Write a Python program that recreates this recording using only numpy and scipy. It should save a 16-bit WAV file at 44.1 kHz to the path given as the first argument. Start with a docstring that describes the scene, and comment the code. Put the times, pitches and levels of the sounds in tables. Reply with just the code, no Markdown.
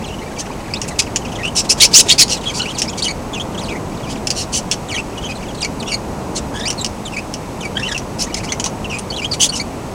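"""An outdoor aviary, the microphone close to budgerigars on a log nest box; distant rumble, hiss, a whine.
The birds open with soft twitter and gliding warbles from the syrinx, then a rasp, a tap on the log and
sharp chips. At 1.6 s one flies up, wings puffing air, with very loud, harsh squawks.
From 3 s the chatter carries on, with a second tap near the end; the close walls answer briefly."""
import sys
import numpy as np
from scipy import signal
from scipy.fft import rfft, irfft, next_fast_len
from scipy.io import wavfile
from scipy.ndimage import map_coordinates

SR = 44100
rng = np.random.default_rng(int(sys.argv[2]) if len(sys.argv) > 2 else 0)


def waveform_to_disk(signal):
    """Save audio, clipped to [-1, 1], as 16-bit WAV at the path in sys.argv[1]."""
    frames = np.transpose(np.atleast_2d(signal))
    scaled = np.clip(frames, -1, 1) * 32767
    samples = np.round(scaled).astype(np.int16)
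    wavfile.write(sys.argv[1], SR, samples)


N = 438347
TOP_HZ = 15900  # highest frequency heard


def amp(db):
    """Decibels to gain."""
    return 10 ** (np.asarray(db) / 20)


def interval(semitones):
    """Semitones to a pitch ratio."""
    return 2 ** (semitones / 12)


def unit(x):
    """Scaled to rms 1."""
    return x / np.sqrt(np.mean(x ** 2) + 1e-20)


def along(points, hz):
    """Read (Hz, value) points on a log frequency axis."""
    point_hz, values = np.transpose(points)
    return np.interp(np.log(hz + 1), np.log(point_hz + 1), values)


def wobble(rate, size):
    """A smooth random curve, rate knots a second."""
    knots = rng.standard_normal(size // 4 + 8)
    return map_coordinates(knots, [np.arange(size) * rate / SR + 2], mode="mirror")


def filtered(x, response):
    """Filter x by a gain given as a function of frequency."""
    padded = next_fast_len(len(x) + 2048)
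    return irfft(rfft(x, padded) * response(np.fft.rfftfreq(padded, 1 / SR)), padded)[:len(x)]


def noise(spectrum, size):
    """Coloured noise of rms 1."""
    return unit(filtered(rng.standard_normal(size), lambda hz: amp(along(spectrum, hz))))


def add(track, start_s, sound):
    """Mix a sound in at start_s."""
    start = max(round(start_s * SR), 0)
    track[start:start + len(sound)] += sound[:len(track) - start]


def glide(t, length, start, middle, end):
    """The pitch arches through three points."""
    u = np.clip(t / length, 0, 1)
    return start * (1 - u) * (1 - 2 * u) + middle * 2 * u * (2 - 2 * u) + end * u * (2 * u - 1)


def swell(t, length, rise, fall):
    """Airflow opens and closes smoothly; rise and fall are shares of the length."""
    u = t / length
    opening = np.clip(np.minimum(u / rise + .22, (1 - u) / fall + .3), 0, 1)
    return np.sin(np.pi / 2 * opening) ** 2


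def cycles(hz):
    """Running phase of a changing pitch."""
    return 2 * np.pi * np.cumsum(hz) / SR


def partials(phase, weights, unrest_db, rate):
    """Multiples 2, 3, .. of a phase, each swelling and fading on its own."""
    return unit(sum(
        weight * amp(unrest_db * wobble(rate, len(phase))) * np.sin(k * phase + 2 * np.pi * rng.random())
        for k, weight in enumerate(weights, 2)))


# Rumble from far beyond the aviary: frequency_hz, relative_db
RUMBLE_SPECTRUM = [(12, -42), (20, -7.5), (54, -4.5), (145, -3.5), (212, -2.5), (376, -8.5), (414, -7.5),
                   (501, -9.5), (939, -11.5), (1900, -29), (2470, -44), (4180, -120)]
# Hiss behind the birds: frequency_hz, relative_db
HISS_SPECTRUM = [(1000, -45), (1700, -5), (1920, 1.5), (2030, 0.5), (2190, 2), (2680, 1.5), (3290, -4),
                 (5250, -4), (6690, -2.5), (7760, -8.5), (8440, -6.5), (15800, -21)]
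# A whine, faint at the microphone: pitch_hz, relative_db
WHINE_TONES = [(7865, -61)]


def background(rumble_db=-25.5, hiss_db=-40):
    """A distant outdoor rumble that drifts a little, even hiss and a thin steady whine."""
    t = np.arange(N) / SR
    rumble = amp(rumble_db + 0.7 * wobble(1.397, N)) * noise(RUMBLE_SPECTRUM, N)
    hiss = amp(hiss_db) * noise(HISS_SPECTRUM, N)
    whine = sum(amp(db + 6) * unit(np.sin(2 * np.pi * hz * t)) for hz, db in WHINE_TONES)
    return rumble + hiss + whine


# The colour the beak gives to breath and rasp in every call: frequency_hz, relative_db
BEAK_SPECTRUM = [(710, -41), (1200, 5), (1940, -6), (2360, -8), (3140, -3), (3650, -10.5), (4150, -3.5),
                 (5090, -2.5), (6310, 1.5), (7480, -3.5), (10100, -11), (11600, -29.5), (15500, -27)]
# Soft twittering at the nest box: start_s, end_s, level_db, middle_pitch_hz
TWITTER_BOUTS = [(0.0, .08, -36, 3300), (0.171, 1.102, -41, 2367), (1.2, 1.38, -36, 3060),
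                 (2.355, 3.001, -38, 3345), (3.535, 3.696, -35, 3580), (3.897, 4.17, -40, 3390),
                 (5.097, 5.598, -40, 3530), (5.798, 5.926, -33.5, 3530), (8.265, 8.501, -33.5, 2615)]


def twitter(per_second=42, spread_db=5):
    """Bouts of tiny scratchy syllables tumble out, most falling, some rising."""
    out, t = np.zeros(N), np.arange(SR // 24) / SR
    for start_s, end_s, db, middle_hz in TWITTER_BOUTS:
        for slot_s in np.arange(start_s, end_s, 1 / per_second):
            late, long, high, bend, slope, loud, scratch = rng.random(7)
            length = .008 + .022 * long
            hz = middle_hz * 2 ** (.8 * (high - .6))
            tilt = slope / 2 - .2
            pitch = glide(t, length, hz * (1 + tilt), hz * (.9 + .2 * bend), hz * (1 - tilt))
            phase = cycles(pitch * (1 + .08 * scratch * wobble(1100, len(t))))
            breath = .5 * scratch * noise(BEAK_SPECTRUM, len(t))
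            voice = unit(np.sin(phase) + 0.42 * np.sin(2 * phase) + breath)
            gain = amp(db + spread_db * (2 * loud - 0.5))
            add(out, slot_s + late / per_second, gain * voice * swell(t, length, rise=0.23, fall=0.66))
    return out


# The throat's filter on the overtones: frequency_hz, relative_db
THROAT_RESPONSE = [(1500, -21), (3200, -2), (7000, -4), (9000, -5), (14000, -36)]
# Notes close to the microphone, each starting a scoop above its pitch (below if negative):
# start_s, length_s, pitch_hz, scoop_semitones, relative_db, overtones_over_fundamental_db
WARBLE_NOTES = [(0.077, 0.076, 2920, -2, -37, -12), (0.737, 0.012, 2720, -3.5, -23, 1),
                (.752, 0.024, 4080, -3.5, -32, -20), (1.384, 0.046, 1886, 2, -33, -16),
                (1.43, 0.064, 2970, -3, -24, -15), (2.455, 0.054, 3157, 1.5, -24.5, -13),
                (2.592, 0.049, 1454, 0.5, -22.5, 12), (2.653, 0.068, 3150, -6, -28.5, -10),
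                (2.877, .02, 5400, -3, -30, -27), (2.894, 0.019, 3220, 3, -31, 6),
                (3.021, .017, 4800, -5.5, -19, -16), (3.041, .035, 3013, 1.5, -20, -6),
                (3.079, 0.037, 2240, -1, -21, 4), (3.33, .058, 2555, 7, -29.5, -9.5),
                (3.397, .025, 3320, -0.5, -25, -11), (3.601, .028, 2700, 8, -38, 17),
                (3.68, 0.095, 2070, 5.5, -32, -14), (4.885, 0.076, 2052, 11, -28.5, -3),
                (4.942, .034, 3020, 1.5, -26, -3), (4.972, 0.036, 2680, -2.5, -25, -11),
                (5.174, 0.017, 2930, 2, -30.5, -14), (5.235, 0.04, 3250, -1.5, -29.5, -9),
                (5.286, 0.04, 2516, 1, -30, -9), (5.605, 0.037, 2442, 10.5, -29.5, 0),
                (5.627, .036, 2213, 2, -21.5, 2), (5.866, 0.083, 2730, 0.5, -32, -5),
                (5.915, 0.041, 2210, 1, -20, 6.5), (6.536, .12, 1786, -2, -30.5, 3),
                (6.653, 0.048, 2955, -6, -25, 1), (6.777, 0.05, 3720, 3, -27.5, -3),
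                (7.052, 0.035, 3030, 5.5, -31, -3), (7.122, 0.032, 2600, 1, -33, -8),
                (7.163, 0.039, 2640, -3, -26.5, -12), (7.605, 0.075, 2230, 8, -31.5, -7),
                (7.752, 0.068, 1810, -3.5, -28, -0.5), (7.821, 0.066, 2910, -2, -26, -16),
                (7.878, 0.061, 1727, 2.5, -26.5, 2), (7.946, 0.0255, 2690, 0, -25, -18),
                (8.52, 0.013, 2050, 0.5, -22, -12), (8.844, 0.018, 2690, 2, -28, -17),
                (8.896, 0.083, 2423, 3.5, -27.5, -9.5), (9.102, 0.011, 4430, 1, -23, -24),
                (9.118, 0.038, 3380, -2.5, -31, -13), (9.161, 0.045, 2730, 7.5, -27.5, -11),
                (9.217, 0.031, 2320, 0.5, -26.5, -8), (9.245, .016, 3220, -1.5, -19, -16),
                (9.312, 0.027, 4330, 2.5, -21, -24), (9.489, 0.018, 4520, 0, -22.5, -11),
                (9.522, 0.027, 2866, 0, -19, 6.5), (9.594, 0.027, 2313, -1, -24, 6)]


def warble(jitter=0.084, flutter_db=6, breathiness=0.64, rolloff=1.58, trill_depth=0.059, trill_hz=95):
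    """Each note is a gliding syrinx tone with overtones; the rough ones trill, buzz and flutter."""
    out, t = np.zeros(N), np.arange(SR // 8) / SR
    k = np.arange(2, 7)[:, None]
    for start_s, length, hz, scoop, db, overtones_db in WARBLE_NOTES:
        # low notes are rough, high notes are purer whistles
        rough = np.clip(0.336 - .1 * np.log2(hz / 2450), 0, 1)
        contour = glide(t, length, hz * interval(scoop), hz * interval(0.23 * scoop), hz)
        waver = .016 * wobble(240, len(t))
        # the syrinx flicks briefly into another register
        flicks = .12 * np.tanh(wobble(150, len(t)) ** 3)
        trill = trill_depth * np.sin(2 * np.pi * (trill_hz * t + rng.random()))
        shake = flicks + trill + jitter * wobble(1078, len(t))
        pitch = contour * (1 + waver + rough * shake)
        phase = cycles(pitch)
        weights = amp(along(THROAT_RESPONSE, k * np.abs(pitch))) * k ** -rolloff * (k * pitch < TOP_HZ)
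        overtones = amp(overtones_db) * partials(phase, weights, unrest_db=6.0, rate=147)
        buzz = 1 + rough ** 2 * np.sin(phase / 4)
        catches_db = 2.4 * wobble(130, len(t))
        flutter = unit(buzz * amp(catches_db + rough * flutter_db * wobble(692, len(t))))
        breath = breathiness * rough * noise(BEAK_SPECTRUM, len(t))
        voice = unit(unit(np.sin(phase)) + overtones + breath)
        add(out, start_s, amp(db + 2) * voice * flutter * swell(t, length, rise=0.12, fall=0.2))
    return out


# Harsh calls at close range: start_s, length_s, pitch_hz, sweep_semitones, relative_db
SQUAWK_CALLS = [(.381, 0.043, 5690, -1, -24.5), (.876, .024, 5040, 1, -26), (.987, 0.021, 5170, -0.5, -7.5),
                (1.551, 0.066, 5540, -0.5, -14), (1.69, 0.042, 5210, 3.5, -10), (1.8, 0.063, 4480, 8, -4),
                (1.932, 0.066, 5875, 6.5, -1), (1.989, 0.027, 5130, 2, -4), (2.082, 0.054, 4040, 3.5, -7.5),
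                (2.18, 0.056, 4685, -3.5, -2), (2.291, 0.067, 5560, -1, -16.5),
                (2.533, 0.075, 4960, 4, -24), (2.778, .033, 5480, -1, -19), (2.972, 0.037, 4570, 2, -23.5),
                (3.035, 0.025, 4700, -4.5, -21), (4.087, 0.055, 6460, 3.5, -31),
                (4.349, .094, 5520, -1, -22), (4.521, 0.078, 5940, -0.5, -18),
                (4.709, 0.037, 3440, -4, -20), (6.349, 0.047, 4026, -3.5, -22),
                (8.184, 0.068, 5620, 3, -19.5), (8.358, 0.038, 5400, 0, -28), (8.431, .035, 5100, 0, -32),
                (8.647, .028, 4000, 2, -26.5), (9.33, .025, 4520, -0.5, -23.5),
                (9.396, 0.077, 6480, 3, -12), (9.544, 0.049, 5260, 1, -22.5)]


def squawks(chaos=0.075, throb_db=2, throb_hz=300, breath_db=-6, odd_db=-3):
    """Pressed hard, the syrinx shakes chaotically: a torn tone in a rasp of quarter-pitch sidebands."""
    out, t = np.zeros(N), np.arange(SR // 8) / SR
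    k = np.arange(2, 11)[:, None]
    for start_s, length, hz, sweep, db in SQUAWK_CALLS:
        tone_db = 3.5 + 0.43 * db  # softer calls are mostly rasp
        centre = glide(t, length, hz / interval(sweep / 2), hz, hz * interval(sweep / 2))
        lurch = .055 * wobble(240, len(t))
        phase = cycles(centre * (1 + lurch + chaos * wobble(2200, len(t))))
        tone = amp(tone_db) * unit(np.sin(phase) * amp(4.6 * wobble(386, len(t))))
        # the half-pitch series is the stronger one; the beak colours each call a little differently
        colour_db = along(BEAK_SPECTRUM, k * centre / 4) + 2 * rng.standard_normal(k.shape)
        rasp = partials(phase / 4, amp(colour_db + odd_db * (k % 2)), unrest_db=5, rate=700)
        throb = np.sin(cycles(throb_hz * (1 + wobble(137.2, len(t)) / 2)))
        breath = amp(breath_db) * noise(BEAK_SPECTRUM, len(t))
        voice = unit(amp(throb_db * throb) * (tone + rasp + breath))
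        add(out, start_s, amp(db + 1) * voice * swell(t, length, rise=0.53, fall=0.7))
    return out


# Resonances of the hollow log: pitch_hz, gain_db, t60_s
LOG_MODES = [(910, 20.5, 0.046), (1090, 17.5, 0.042)]
# Knocks on the nest box, near the microphone: start_s, relative_db
LOG_TAPS = [(0.501, -31), (8.661, -31)]


def taps(attack_s=.004):
    """Beaks and claws knock dully on the hollow log."""
    out, t = np.zeros(N), np.arange(SR // 10) / SR
    for start_s, db in LOG_TAPS:
        ring = sum(amp(db + gain_db + rng.normal(0, 1) - 60 * t / t60) * np.sin(2 * np.pi * hz * t)
                   for hz, gain_db, t60 in LOG_MODES)
        add(out, start_s, ring * (1 - np.exp(-t / attack_s)))
    return out


# Short chips, sharp at this close range: time_s, relative_db, high_ring_hz
CHIP_CALLS = [(0.817, -4, 5550), (1.0215, -11, 5190), (1.1604, 0, 6800), (1.477, -18, 8100),
              (2.281, -11, 5100), (2.819, 1.5, 5480), (4.2716, -2.5, 5250), (4.3046, 0, 4770),
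              (4.7143, 2.5, 5530), (5.648, -7, 5930), (6.7034, -2, 5620), (6.8464, -1, 5520),
              (7.3397, -7, 5650), (7.9786, -8.5, 5920), (8.3439, -5.5, 5300), (8.522, -7.5, 6040),
              (8.5988, -3.5, 6570), (8.6422, -4.5, 5960), (8.6606, -4, 6050), (8.9865, -12, 9100)]


def chips(attack_s=0.0012, t60_s=0.012, tail_db=-17, tail_t60_s=0.088, low_hz=2800, low_db=-6):
    """One abrupt puff rings the throat at a high and a low resonance, then crumbles away."""
    out, t = np.zeros(N), np.arange(SR // 16) / SR
    for time_s, db, high_hz in CHIP_CALLS:
        high = np.sin(cycles(high_hz * (1 + 0.059 * wobble(1580, len(t)))))
        low = amp(low_db) * np.sin(cycles(low_hz * (1 + 0.148 * wobble(1740, len(t)))))
        crumble = amp(tail_db - 60 * t / tail_t60_s + 5.2 * wobble(330, len(t)))
        puff = (1 - np.exp(-t / attack_s)) * (amp(-60 * t / t60_s) + crumble)
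        voice = unit(high + low + 0.82 * noise(BEAK_SPECTRUM, len(t)))
        add(out, time_s - .001, amp(db - 1) * puff * voice)
    return out


# The rush of air at the microphone over one short flight: time_s, relative_db
FLIGHT_LEVELS = [(1.6, -30), (1.8, -24.5), (2.9, -35)]


def wings(beat_hz=15, stroke_db=15, trim_db=-5):
    """Wing strokes push soft puffs of air as a bird flies up and lands."""
    t = np.arange(N) / SR
    times_s, levels_db = np.transpose(FLIGHT_LEVELS)
    flight = amp(np.interp(t, times_s, levels_db, left=-120, right=-120) + trim_db)
    beat = np.sin(cycles(beat_hz * (1 + 0.063 * wobble(4.65, N))))
    strokes = unit(amp(stroke_db * beat))
    air = noise([(80, -21), (450, 7.0), (1200, -13), (2500, -7), (8000, -10.5), (15000, -36)], N)
    return flight * strokes * air


def small_throat(x, cutoff_hz=2000):
    """So small a throat radiates almost nothing below its lowest resonance."""
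    return filtered(x, lambda hz: hz ** 6 / (hz ** 6 + cutoff_hz ** 6))


# How fast sound dies away inside the enclosure: frequency_hz, t60_s
AVIARY_DECAY = [(6000, 0.18), (14000, 0.13)]


def aviary(x, walls_db=-7, tail_db=-17, echoes=8):
    """Near walls and roof throw back a few copies, then a short diffuse tail."""
    hz, t, spectra = signal.stft(rng.standard_normal(SR // 3), SR, nperseg=256)
    decay = amp(-60 * t / along(AVIARY_DECAY, hz)[:, None])
    tail = signal.istft(spectra * decay, SR, nperseg=256)[1]
    answer = amp(tail_db) * tail / np.linalg.norm(tail)
    for delay, strength in rng.random((echoes, 2)):
        echo = amp(walls_db) * (.5 + strength) / np.sqrt(echoes)
        add(answer, 0.00091 + .012 * delay, np.array([echo]))
    return x + signal.fftconvolve(x, answer)[:N]


def scene():
    """The birds close by in their enclosure, the background behind them, in mono."""
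    birds = warble() + small_throat(squawks() + chips()) + twitter() + taps() + wings()
    return (aviary(birds) + background())[None]


def record(dry):
    """The loudest calls clip at full scale; nothing above 15.9 kHz is kept."""
    clipped = np.clip(dry[0], -1, 1)
    return filtered(clipped, lambda hz: hz < TOP_HZ)[None]


dry = scene()
out = record(dry)
waveform_to_disk(out)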